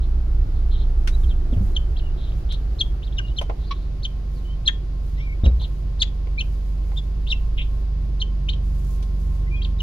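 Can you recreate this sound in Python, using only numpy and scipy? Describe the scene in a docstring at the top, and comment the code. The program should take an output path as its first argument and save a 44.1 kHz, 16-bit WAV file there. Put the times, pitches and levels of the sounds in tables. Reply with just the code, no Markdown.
"""Guinea fowl forage along a hedge, heard through the open window of a car that rolls to a stop and idles.
The syrinx of each bird is a modulated oscillator, giving arched clucks, thin whistles, buzzy trills
and hoarse sweeps, which the hedge reflects. Harmonics of the engine's firing rate drone in the cabin;
trim clicks, something squeaks, and blows on the body set the cabin air booming. Tyre noise and sway
fade as the car slows, and grass rustles faintly over a steady rumble and the open air."""
import sys
import numpy as np
from scipy import signal
from scipy.fft import rfft, irfft, next_fast_len
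from scipy.io import wavfile
from scipy.ndimage import map_coordinates

SR = 44100
rng = np.random.default_rng(int(sys.argv[2]) if len(sys.argv) > 2 else 0)


def to_wav(sig):
    """Store sig (one row per channel, or 1-D mono) as 16-bit WAV at the path in sys.argv[1].

    Samples outside -1..1 are clipped; the rate is SR.
    """
    pcm = np.clip(np.atleast_2d(sig), -1, 1) * 32767
    pcm = np.round(pcm).astype(np.int16)
    wavfile.write(sys.argv[1], SR, pcm.T)  # frames by channels


N = 433062

# pitch arches: apex_s, fall_s, top_hz, end_hz, rise_db, accent_db, undertone_db, rasp_fraction
CLUCK_CALLS = [(1.755, 0.013, 4200, 3078, -61, -19, -52, 0), (2.800, 0.014, 4420, 3296, -37, -13, -60, .12),
               (3.174, .015, 3785, 2846, -54, -24, -32.5, 0.33),
               (3.375, .015, 4270, 3100, -41.5, -20, -58, 0),
               (4.041, 0.014, 4452, 3125, -37.5, -22.5, -66.5, 0.12),
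               (4.668, 0.013, 4239, 3263, -34, -11, -23, 0.29),
               (5.450, 0.01, 3850, 2800, -41.5, -32, -47, 0.7),
               (6.008, .014, 4380, 3360, -36, -11, -34.5, 0.64),
               (6.396, .0164, 4270, 2950, -37, -24.5, -70, .25),
               (6.981, 0.014, 3650, 3360, -31, -36, -76, 0),
               (7.312, .016, 3906, 2740, -26.5, -18, -60, 0.1),
               (8.211, 0.011, 4292, 3063, -37, -19, -63, 0),
               (9.796, .0113, 3900, 2963, -54.5, -27.5, -69.5, 0)]
# contact notes: start_s, length_s, level_db, start_hz, one_third_hz, two_thirds_hz, end_hz
WHISTLE_CALLS = [(1.124, 0.036, -44.5, 3760, 3900, 3883, 4030), (2.0, .125, -53, 2877, 2890, 2830, 2940),
                 (3.198, 0.13, -48, 2840, 2870, 2860, 3000), (4.447, 0.12, -49.5, 3020, 3030, 3080, 3066),
                 (5.163, 0.2, -44, 1860, 2340, 2206, 2310), (5.165, 0.089, -64, 5450, 5530, 5520, 5540),
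                 (5.441, 0.058, -47, 3780, 3900, 3840, 3840), (6.377, 0.047, -29, 2270, 2470, 2620, 2842),
                 (7.325, 0.071, -46, 2710, 2700, 2670, 2730), (9.465, .025, -48, 1980, 2030, 2050, 2030),
                 (9.505, 0.11, -39.5, 2340, 2408, 2473, 2360), (9.555, .0334, -52, 3000, 3350, 3300, 3200)]
# buzzy calls: start_s, length_s, centre_hz, trill_rate_hz, level_db
TRILL_CALLS = [(.01, 0.067, 3780, 170, -54.5), (0.54, .1, 4000, 170, -61), (0.705, 0.087, 3680, 171, -45),
               (0.765, 0.11, 3620, 173, -47.5), (2.16, .2, 3570, 169, -50),
               (2.487, 0.087, 3510, 220, -37.5), (3.262, .056, 3570, 170, -54),
               (3.574, 0.34, 3840, 172, -54), (5.152, .133, 3640, 168.5, -53),
               (5.592, 0.078, 3680, 161, -36), (7.572, 0.072, 3160, 249.4, -31)]
# soft calls that flick up or down: start_s, length_s, from_hz, to_hz, level_db
SWEEP_CALLS = [(1.232, 0.02, 3870, 2782, -46), (1.281, 0.051, 4220, 2750, -43),
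               (1.520, .0304, 3997, 2620, -48.5), (1.961, .0287, 2590, 5200, -38.5),
               (1.983, 0.02, 4980, 2520, -38.5), (2.316, .016, 2400, 4700, -47),
               (3.021, 0.037, 2510, 4810, -41.5), (3.062, .0215, 4251, 3149, -44),
               (3.121, 0.021, 2768, 4414, -49.5), (4.345, 0.064, 4880, 3694, -50.5),
               (7.263, .0461, 2430, 5180, -34.5), (8.482, 0.024, 2210, 4576, -25),
               (8.528, .0109, 4410, 2490, -35), (9.612, 0.029, 2360, 5110, -33),
               (9.643, 0.015, 4700, 2266, -29.5)]
# resonance of the throat and bill: frequency_hz, gain_db
BILL_RESONANCE = [(2000, -25), (2600, -5.5), (3200, 3), (3900, -6), (4500, -7), (5200, -15.5)]
# reverberation of the hedge: frequency_hz, t60_s
HEDGE_DECAY = [(300, .15), (3000, 0.27), (10000, 0.059)]
# engine speed: time_s, firing_rate_hz
ENGINE_SPEED = [(0, 29.17), (1.1, 28.5), (2, 25.3), (3.4, 23.56), (5.4, 23.47), (6.9, 23.95), (7.5, 25.11),
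                (8.3, 23.83), (9.82, 23.68)]
# shaking of the car by the first engine order: firing_rate_hz, level_db
SHUDDER_LEVELS = [(23.5, -33.5), (24.2, -37), (25, -25), (26, -23.5), (28, -18), (29.5, -21)]
# cabin drone: time_s, second_order_db, higher_orders_db
DRONE_LEVELS = [(0, -23.5, -32.5), (2, -26.5, -30), (4.5, -26, -26), (6.6, -23, -24.5), (7.6, -22, -27.5),
                (8.4, -22, -21), (9.82, -21.5, -21)]
# higher engine harmonics: order, relative_db
HIGHER_ORDERS = [(3, -11), (4, -25.5), (5, -23), (6, -18.5), (7, -25.5), (8, -27.5), (9, -34), (10, -38),
                 (15, -37)]
# engine whines: pitch_hz, relative_db
WHINE_TONES = [(1062, -1), (4900, -15.5)]
# motion of the slowing car: time_s, motion_db
CAR_MOTION = [(0, -3), (1.2, -0.5), (2.9, -4), (3.7, -11.5), (5.4, -15.5)]
# blows on the body: start_s, level_db, boom_hz, panel_relative_db
BODY_BLOWS = [(1.525, -23, 245, 0), (1.565, -13, 91.4, -10.5), (1.605, -19, 192, -13), (5.435, -12, 76, -1),
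              (5.460, -6, 59.9, -8)]
# clicks of the trim: start_s, level_db, knock_relative_db, snap_relative_db
TRIM_CLICKS = [(1.0743, -20.5, -12, -7.5), (2.521, -37, -10, -0.5), (3.4128, -28, 8.5, -9),
               (3.4964, -32, 16, -40), (5.6146, -52.5, 20.5, 6.5), (6.2706, -41.5, 6.5, -25),
               (6.9159, -44, 12, -26), (9.0256, -42, -5, 1)]
# partials of the squeak: pitch_hz, relative_db
SQUEAK_PARTIALS = [(1115, 3.5), (2290, -11.5), (3400, -13), (4000, -7.5), (5500, -23.5)]
# swells of rustling grass: middle_s, length_s, level_db
GRASS_BURSTS = [(1.193, .2, -62), (1.65, 0.29, -64.5), (2.354, .15, -70), (2.825, 0.14, -67.5),
                (4.382, 0.14, -65.5), (5.1, .12, -66), (5.7, 0.22, -68), (6.52, .2, -66),
                (6.88, 0.41, -67.5), (7.352, 0.18, -68.5), (7.716, 0.22, -69), (8.684, 0.068, -62),
                (8.873, 0.23, -58), (9.25, 0.39, -64.5)]
# noise spectra, each named for its source: frequency_hz, relative_db
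SWAY_SPECTRUM = [(10, -20.5), (27, 5.5), (40, 7), (60, 9.5), (85, -5.5), (200, -36.5), (600, -120)]
TYRE_SPECTRUM = [(100, -14.5), (170, -1), (230, -4.5), (350, 1), (520, -13.5), (720, -8.5), (950, -17),
                 (1260, -16), (1600, -20.5), (4000, -46.5)]
PANEL_SPECTRUM = [(30, 5), (65, -4.5), (150, -4.5), (240, -13), (400, -16), (620, -19), (900, -36.5),
                  (1400, -40), (3000, -50), (8000, -95)]
GRASS_SPECTRUM = [(1500, -26.5), (4000, -3), (6800, 3), (8000, -2.5), (9500, 0.5), (12000, 0),
                  (15800, -4.5)]
CABIN_SPECTRUM = [(40, -28), (80, 3), (130, 4), (200, -16.5), (300, -19.5), (900, -79)]
AIR_SPECTRUM = [(120, -29.5), (200, -3.5), (268, -5.5), (366, -5.5), (447, -9), (788, -15), (945, -21.5),
                (1070, -19.5), (1700, -24.5), (4810, -27.5), (7190, -39.5), (8020, -53), (9280, -41.5),
                (14700, -53), (15800, -53)]
KNOCK_SPECTRUM = [(100, -38), (400, 3), (1000, 0.5), (1800, -34), (5000, -77.5)]
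TICK_SPECTRUM = [(700, -32), (1400, -3), (1700, -9.5), (2100, 1.5), (2600, -4.5), (4500, -17.5),
                 (8000, -38)]
SNAP_SPECTRUM = [(1000, -34), (3500, 11.5), (6000, 4), (7800, -1), (8700, 5.5), (11000, -5.5),
                 (15000, -10)]
SCRAPE_SPECTRUM = [(900, -17), (2300, -2), (3500, 0), (5600, -15), (7000, -34.5)]
# likeness of left and right noise: frequency_hz, correlation
STEREO_COHERENCE = [(60, 0.99), (150, 0.9), (300, 0.68), (1000, 0.056), (4000, 0.054), (10000, 0.039)]
# uneven treble with a dip at 8 kHz: frequency_hz, gain_db
TREBLE_COLOUR = [(5000, 1.5), (6000, 7), (7000, -1), (7500, -2.5), (8000, -12), (8600, 3), (10000, -0.5)]


def clucks(rise_s=0.0145, start_hz=3297, hold_s=0.0018, release_s=0.0084, break_s=0.0061, dip_db=3,
           scatter_hz=650, shake_db=1.8, second_db=-20.5, third_db=-38, upper_ratio=1.4,
           under_ratio=0.545):
    """Oscillation of the syrinx: the pitch arches, falls into an accent, then may break into a rasp."""
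    out = np.zeros(N)
    for apex_s, fall_s, top_hz, end_hz, rise_db, accent_db, under_db, rasp in CLUCK_CALLS:
        fade_s = fall_s + hold_s
        t = np.arange(-rise_s * 1.4, fade_s + 3 * release_s, 1 / SR)
        up_hz = start_hz + (top_hz - start_hz) * np.cos(np.pi / 2 * t / rise_s)
        down_hz = end_hz + (top_hz - end_hz) * np.cos(np.pi / 2 * np.minimum(t / fall_s, 1)) ** 2
        top_db = (rise_db + accent_db) / 2 - dip_db - (top_hz - 4000) * 0.0069  # thinner as it climbs
        envelope = [(-rise_s * 1.3, rise_db - 23.5), (-rise_s * 0.5, rise_db), (0, top_db),
                    (fall_s * 0.55, top_db + 3.5), (fall_s * 0.82, accent_db), (fade_s, accent_db),
                    (fade_s + release_s, accent_db - 15), (t[-1], accent_db - 54)]
        level_db = np.interp(t, *np.transpose(envelope))
        broken = rasp * np.clip((t - fall_s) / break_s, 0, 1)
        jitter_hz = (90 + scatter_hz * broken) * wobble(1500, len(t))
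        phase = phase_of(np.where(t < 0, up_hz, down_hz) + jitter_hz)
        bright_db = (level_db - accent_db) * 0.5 + 14 * (rasp - 0.3)  # a strained accent is brightest
        overtones = amp(second_db) * np.sin(2 * phase) + amp(third_db) * np.sin(3 * phase)
        # a faint upper tone follows the cluck's pitch at a fixed ratio
        upper = amp(-27 - (level_db + 22) * 0.34).clip(0, 0.5) * np.sin(upper_ratio * phase)
        voice = np.sin(phase) + amp(bright_db) * overtones + upper
        flutter = amp(shake_db * wobble(500, len(t))) * (1 + 1.6 * broken * wobble(2000, len(t)))
        crack = amp(under_db) * np.exp(-((t - fall_s - 0.01) / 0.008) ** 2)
        undertone = crack * np.sin(under_ratio * phase)  # the voice cracks nearly an octave down
        add(out, apex_s + t[0], amp(level_db) * voice * flutter + undertone)
    return out


def whistles(waver_hz=26, shake_db=3.2):
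    """Near-pure tones glide through four pitches; random modulation makes them waver and break up."""
    out = np.zeros(N)
    for start_s, length_s, level_db, *pitches in WHISTLE_CALLS:
        progress = np.linspace(0, 1, int(length_s * SR))
        glide_hz = map_coordinates(np.array(pitches, float), [progress * 3], mode="nearest")
        tone = np.sin(phase_of(glide_hz + waver_hz * wobble(130, len(progress))))
        gain = amp(level_db + shake_db * wobble(90, len(progress)))
        add(out, start_s, gain * arch(progress) ** 0.5 * tone)
    return out


def trills(swing_scale_hz=537, roughness=0.18, uneven_db=2.5):
    """Fast frequency and amplitude modulation gives a soft tone sidebands, heard as a buzz."""
    out = np.zeros(N)
    for start_s, length_s, centre_hz, rate_hz, level_db in TRILL_CALLS:
        size = int(length_s * SR)
        beat = phase_of(rate_hz * (1 + 0.28 * wobble(100, size)))
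        swing = 0.88 * np.sin(beat) + roughness * wobble(1182, size) + 0.48 * wobble(50, size)
        tone = np.sin(phase_of(centre_hz + swing_scale_hz * swing))
        gain = amp(level_db + uneven_db * wobble(70, size))
        swell = arch(np.linspace(0, 1, size) ** 0.69) ** 1.47
        add(out, start_s, gain * swell * (1 + 0.6 * np.cos(beat)) * tone)
    return out


def sweeps(hoarse_hz=180, shake_db=3.2, second_db=-27):
    """Source and filter: a hoarse glide is loudest where it crosses the resonance of the bill."""
    out = np.zeros(N)
    for start_s, length_s, from_hz, to_hz, level_db in SWEEP_CALLS:
        progress = np.linspace(0, 1, int(length_s * SR))
        pitch_hz = from_hz + (to_hz - from_hz) * progress
        phase = phase_of(pitch_hz + hoarse_hz * wobble(1488, len(progress)))
        gain = amp(level_db + along(BILL_RESONANCE, pitch_hz) + shake_db * wobble(474, len(progress)))
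        voice = np.sin(phase) + amp(second_db) * np.sin(2 * phase)
        add(out, start_s, gain * arch(progress) ** 0.5 * voice)
    return out


def from_left(x, lead_s=0.00025, left_db=2.3):
    """Time and level cues to direction: the birds arrive earlier and louder on the left."""
    return filtered(x, lambda hz: np.exp(1j * np.pi * hz * lead_s * np.array([[1], [-1]]))) * pan(left_db)


def reflections(x, frame_db=-12, frame_t60_s=0.066, hedge_db=-24, echo_db=-29.5, echo_s=0.051):
    """Convolution adds early reflections off the window frame, a leafy tail and an echo from trees."""
    hz, t, spectra = signal.stft(rng.standard_normal((2, SR // 2)), SR, nperseg=256)
    hedge = signal.istft(spectra * decay(t, along(HEDGE_DECAY, hz)[:, None]), SR, nperseg=256)[1]
    t = np.arange(hedge.shape[1]) / SR
    frame = rng.standard_normal(hedge.shape) * decay(t, frame_t60_s) * (t > 0.002)
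    echo = rng.standard_normal(hedge.shape) * np.exp(-((t - echo_s) / 0.017) ** 2)
    paths = [(frame_db, frame), (hedge_db, hedge), (echo_db, echo)]
    response = sum(amp(db) * path / np.linalg.norm(path[0]) for db, path in paths)
    return signal.fftconvolve(x, response, axes=1)[:, :N]


def engine_drone():
    """Periodic firing drives the cabin at whole multiples of its rate, the engine orders."""
    rate_hz, = curves(ENGINE_SPEED)
    second_db, higher_db = curves(DRONE_LEVELS)
    phase = phase_of(rate_hz * (1 + 0.0036 * wobble(12)))
    orders = [(1, along(SHUDDER_LEVELS, rate_hz) + 0.99 * wobble(10)), (2, second_db)]
    orders += [(order, higher_db + db + 1.79 * wobble(8.8)) for order, db in HIGHER_ORDERS]
    drone = sum(amp(db) * np.sin(order * phase + rng.uniform(0, 2 * np.pi)) for order, db in orders)
    return np.sqrt(2) * drone * pan(-1.83)


def engine_whine(start_s=3.1, fade_in_s=0.13, level_db=-64, swell_db_per_s=0.97, waver=0.012, hiss_db=-5):
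    """Two wavering tones in narrow-band noise set in as the car stops, then slowly swell."""
    whine = 0
    for hz, db in WHINE_TONES:
        tone = np.sin(phase_of(hz * (1 + waver * wobble(90))))
        hiss = noise([(hz * 0.75, -100), (hz * 0.95, -20), (hz, 0), (hz * 1.05, -20), (hz * 1.3, -100)])
        whine += amp(db) * (tone + amp(hiss_db) * hiss)
    age_s = np.arange(N) / SR - start_s
    return amp(level_db + swell_db_per_s * age_s) * np.clip(age_s / fade_in_s, 0, 1) * whine


def rolling(sway_db=-23, tyres_db=-44, bumpy_db=2):
    """Forced vibration: bumpy ground sways the body and the tyres murmur, less as the car slows."""
    motion_db, = curves(CAR_MOTION)
    sway = amp(sway_db + bumpy_db * wobble(7)) * noise(SWAY_SPECTRUM) * pan(-1.3)
    return amp(motion_db) * (sway + amp(tyres_db) * noise(TYRE_SPECTRUM))


def body_thuds(panel_t60_s=0.15, t60_at_65_hz_s=0.55, attack_s=0.0013):
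    """Damped resonance: soft blows shake the body panels and set the cabin air booming."""
    out, t = np.zeros((2, N)), np.arange(SR // 2) / SR
    for start_s, level_db, boom_hz, panel_db in BODY_BLOWS:
        panel = amp(panel_db) * decay(t, panel_t60_s) * noise(PANEL_SPECTRUM, len(t))
        boom = decay(t, t60_at_65_hz_s * 65 / boom_hz) * np.sin(2 * np.pi * boom_hz * t)
        add(out, start_s, amp(level_db) * (panel + boom) * (1 - np.exp(-t / attack_s)))
    return out


def trim_clicks(knock_t60_s=0.089, tick_t60_s=0.059, snap_t60_s=0.09, attack_s=0.00045):
    """Transients in plastic trim decay exponentially: a dull knock, a tick and a bright snap."""
    out, t = np.zeros((2, N)), np.arange(SR // 4) / SR
    for start_s, level_db, knock_db, snap_db in TRIM_CLICKS:
        knock = amp(knock_db - 3.5) * decay(t, knock_t60_s) * noise(KNOCK_SPECTRUM, len(t))
        tick = decay(t, tick_t60_s) * noise(TICK_SPECTRUM, len(t))
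        snap = amp(snap_db) * decay(t, snap_t60_s) * noise(SNAP_SPECTRUM, len(t))
        add(out, start_s, amp(level_db - 6.5) * (knock + tick + snap) * (1 - np.exp(-t / attack_s)))
    return out


def squeak(time_s=3.711, level_db=-29, swell_s=0.009, scrape_db=-7):
    """Inharmonic partials with pitch jitter, over scraping noise, make one short, harsh squeak."""
    out, t = np.zeros((2, N)), np.arange(SR // 8) / SR
    tone = sum(amp(db) * np.sin(phase_of(hz * (1 + 0.019 * wobble(720, len(t)))))
               for hz, db in SQUEAK_PARTIALS)
    scrape = amp(scrape_db) * noise(SCRAPE_SPECTRUM, len(t))
    envelope = (t / swell_s) ** 2 * np.exp(2 - 2 * t / swell_s)
    add(out, time_s - swell_s / 2, amp(level_db) * envelope * (tone + scrape))
    return out


def grass(floor_db=-71.5, spiky_db=1.3, uneven_db=1.2):
    """Incoherent rustles add in power: short spiky bursts rise over a faint floor."""
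    t = np.arange(N) / SR
    burst_power = sum(amp(db) ** 2 * np.exp(-(2 * (t - middle_s) / length_s) ** 2)
                      for middle_s, length_s, db in GRASS_BURSTS)
    rustle = unit_rms(noise(GRASS_SPECTRUM) * amp(spiky_db * wobble(250) + uneven_db * wobble(22)))
    return np.sqrt(amp(floor_db) ** 2 + burst_power) * rustle * pan(-10)


def rumble_and_air(rumble_db=-39, air_db=-47.5):
    """Nearly stationary noise: a low rumble in the cabin and the broad hush of open air."""
    rumble = amp(rumble_db + 1.1 * wobble(4)) * noise(CABIN_SPECTRUM)
    return rumble + amp(air_db + 0.37 * wobble(6)) * noise(AIR_SPECTRUM)


def noise(spectrum, size=N):
    """Partly coherent stereo noise of rms 1, nearly mono in the bass."""
    def mid_side_gains(hz):
        angle = np.arccos(along(STEREO_COHERENCE, hz)) / 2
        return amp(along(spectrum, hz)) * [np.cos(angle), np.sin(angle)]
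    mid, side = filtered(rng.standard_normal((2, size)), mid_side_gains)
    return unit_rms(np.array([mid + side, mid - side]))


def amp(db):
    """Decibels to gain."""
    return 10 ** (np.asarray(db) / 20)


def decay(t, t60_s):
    """Exponential fall of 60 dB in t60_s."""
    return amp(-60 * t / t60_s)


def arch(progress):
    """Half a sine as progress runs from 0 to 1."""
    return np.abs(np.sin(np.pi * progress))


def unit_rms(x):
    """Scale to rms 1."""
    return x / np.sqrt(np.mean(x ** 2) + 1e-20)


def along(points, hz):
    """Interpolate on a logarithmic frequency axis."""
    knots_hz, values = np.transpose(points)
    return np.interp(np.log(hz + 1), np.log(knots_hz + 1), values)


def curves(rows):
    """One value per sample for each column after the time."""
    time_s, *columns = np.transpose(rows)
    return [np.interp(np.arange(N) / SR, time_s, column) for column in columns]


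def wobble(rate_hz, size=N):
    """A smooth random curve, rate_hz knots a second."""
    knots = rng.standard_normal(int(size * rate_hz / SR) + 4)
    return map_coordinates(knots, [np.arange(size) * rate_hz / SR])


def phase_of(hz):
    """Phase in radians, the integral of frequency."""
    return 2 * np.pi * np.cumsum(hz) / SR


def filtered(x, response):
    """Multiply the spectrum by a frequency response."""
    size = x.shape[-1]
    padded = next_fast_len(size + 8192)
    return irfft(rfft(x, padded) * response(np.fft.rfftfreq(padded, 1 / SR)), padded)[..., :size]


def add(track, start_s, sound):
    """Superpose a sound on a track."""
    part = track[..., max(0, round(start_s * SR)):][..., :sound.shape[-1]]
    part += sound[..., :part.shape[-1]]


def pan(left_db):
    """Channel gains, the left above the right by left_db."""
    return amp([[left_db / 2], [-left_db / 2]])


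def scene(soft_direct_db=-2, soft_reflected_db=5):
    """Superposition of birds, car and background; the soft calls carry more reflected sound."""
    loud = from_left(clucks() + whistles()) + squeak() + trim_clicks()
    soft = from_left(sweeps() + trills())
    direct = loud + amp(soft_direct_db) * soft
    reflected = reflections(loud + amp(soft_reflected_db) * soft)
    foreground = filtered(direct + reflected, lambda hz: amp(along(TREBLE_COLOUR, hz)))
    car = engine_drone() + engine_whine() + rolling() + body_thuds()
    return foreground + car + grass() + rumble_and_air()


def record(dry):
    """An ideal low-pass filter removes everything above 15.8 kHz."""
    return filtered(dry, lambda hz: hz < 15800)


dry = scene()
out = record(dry)
to_wav(out)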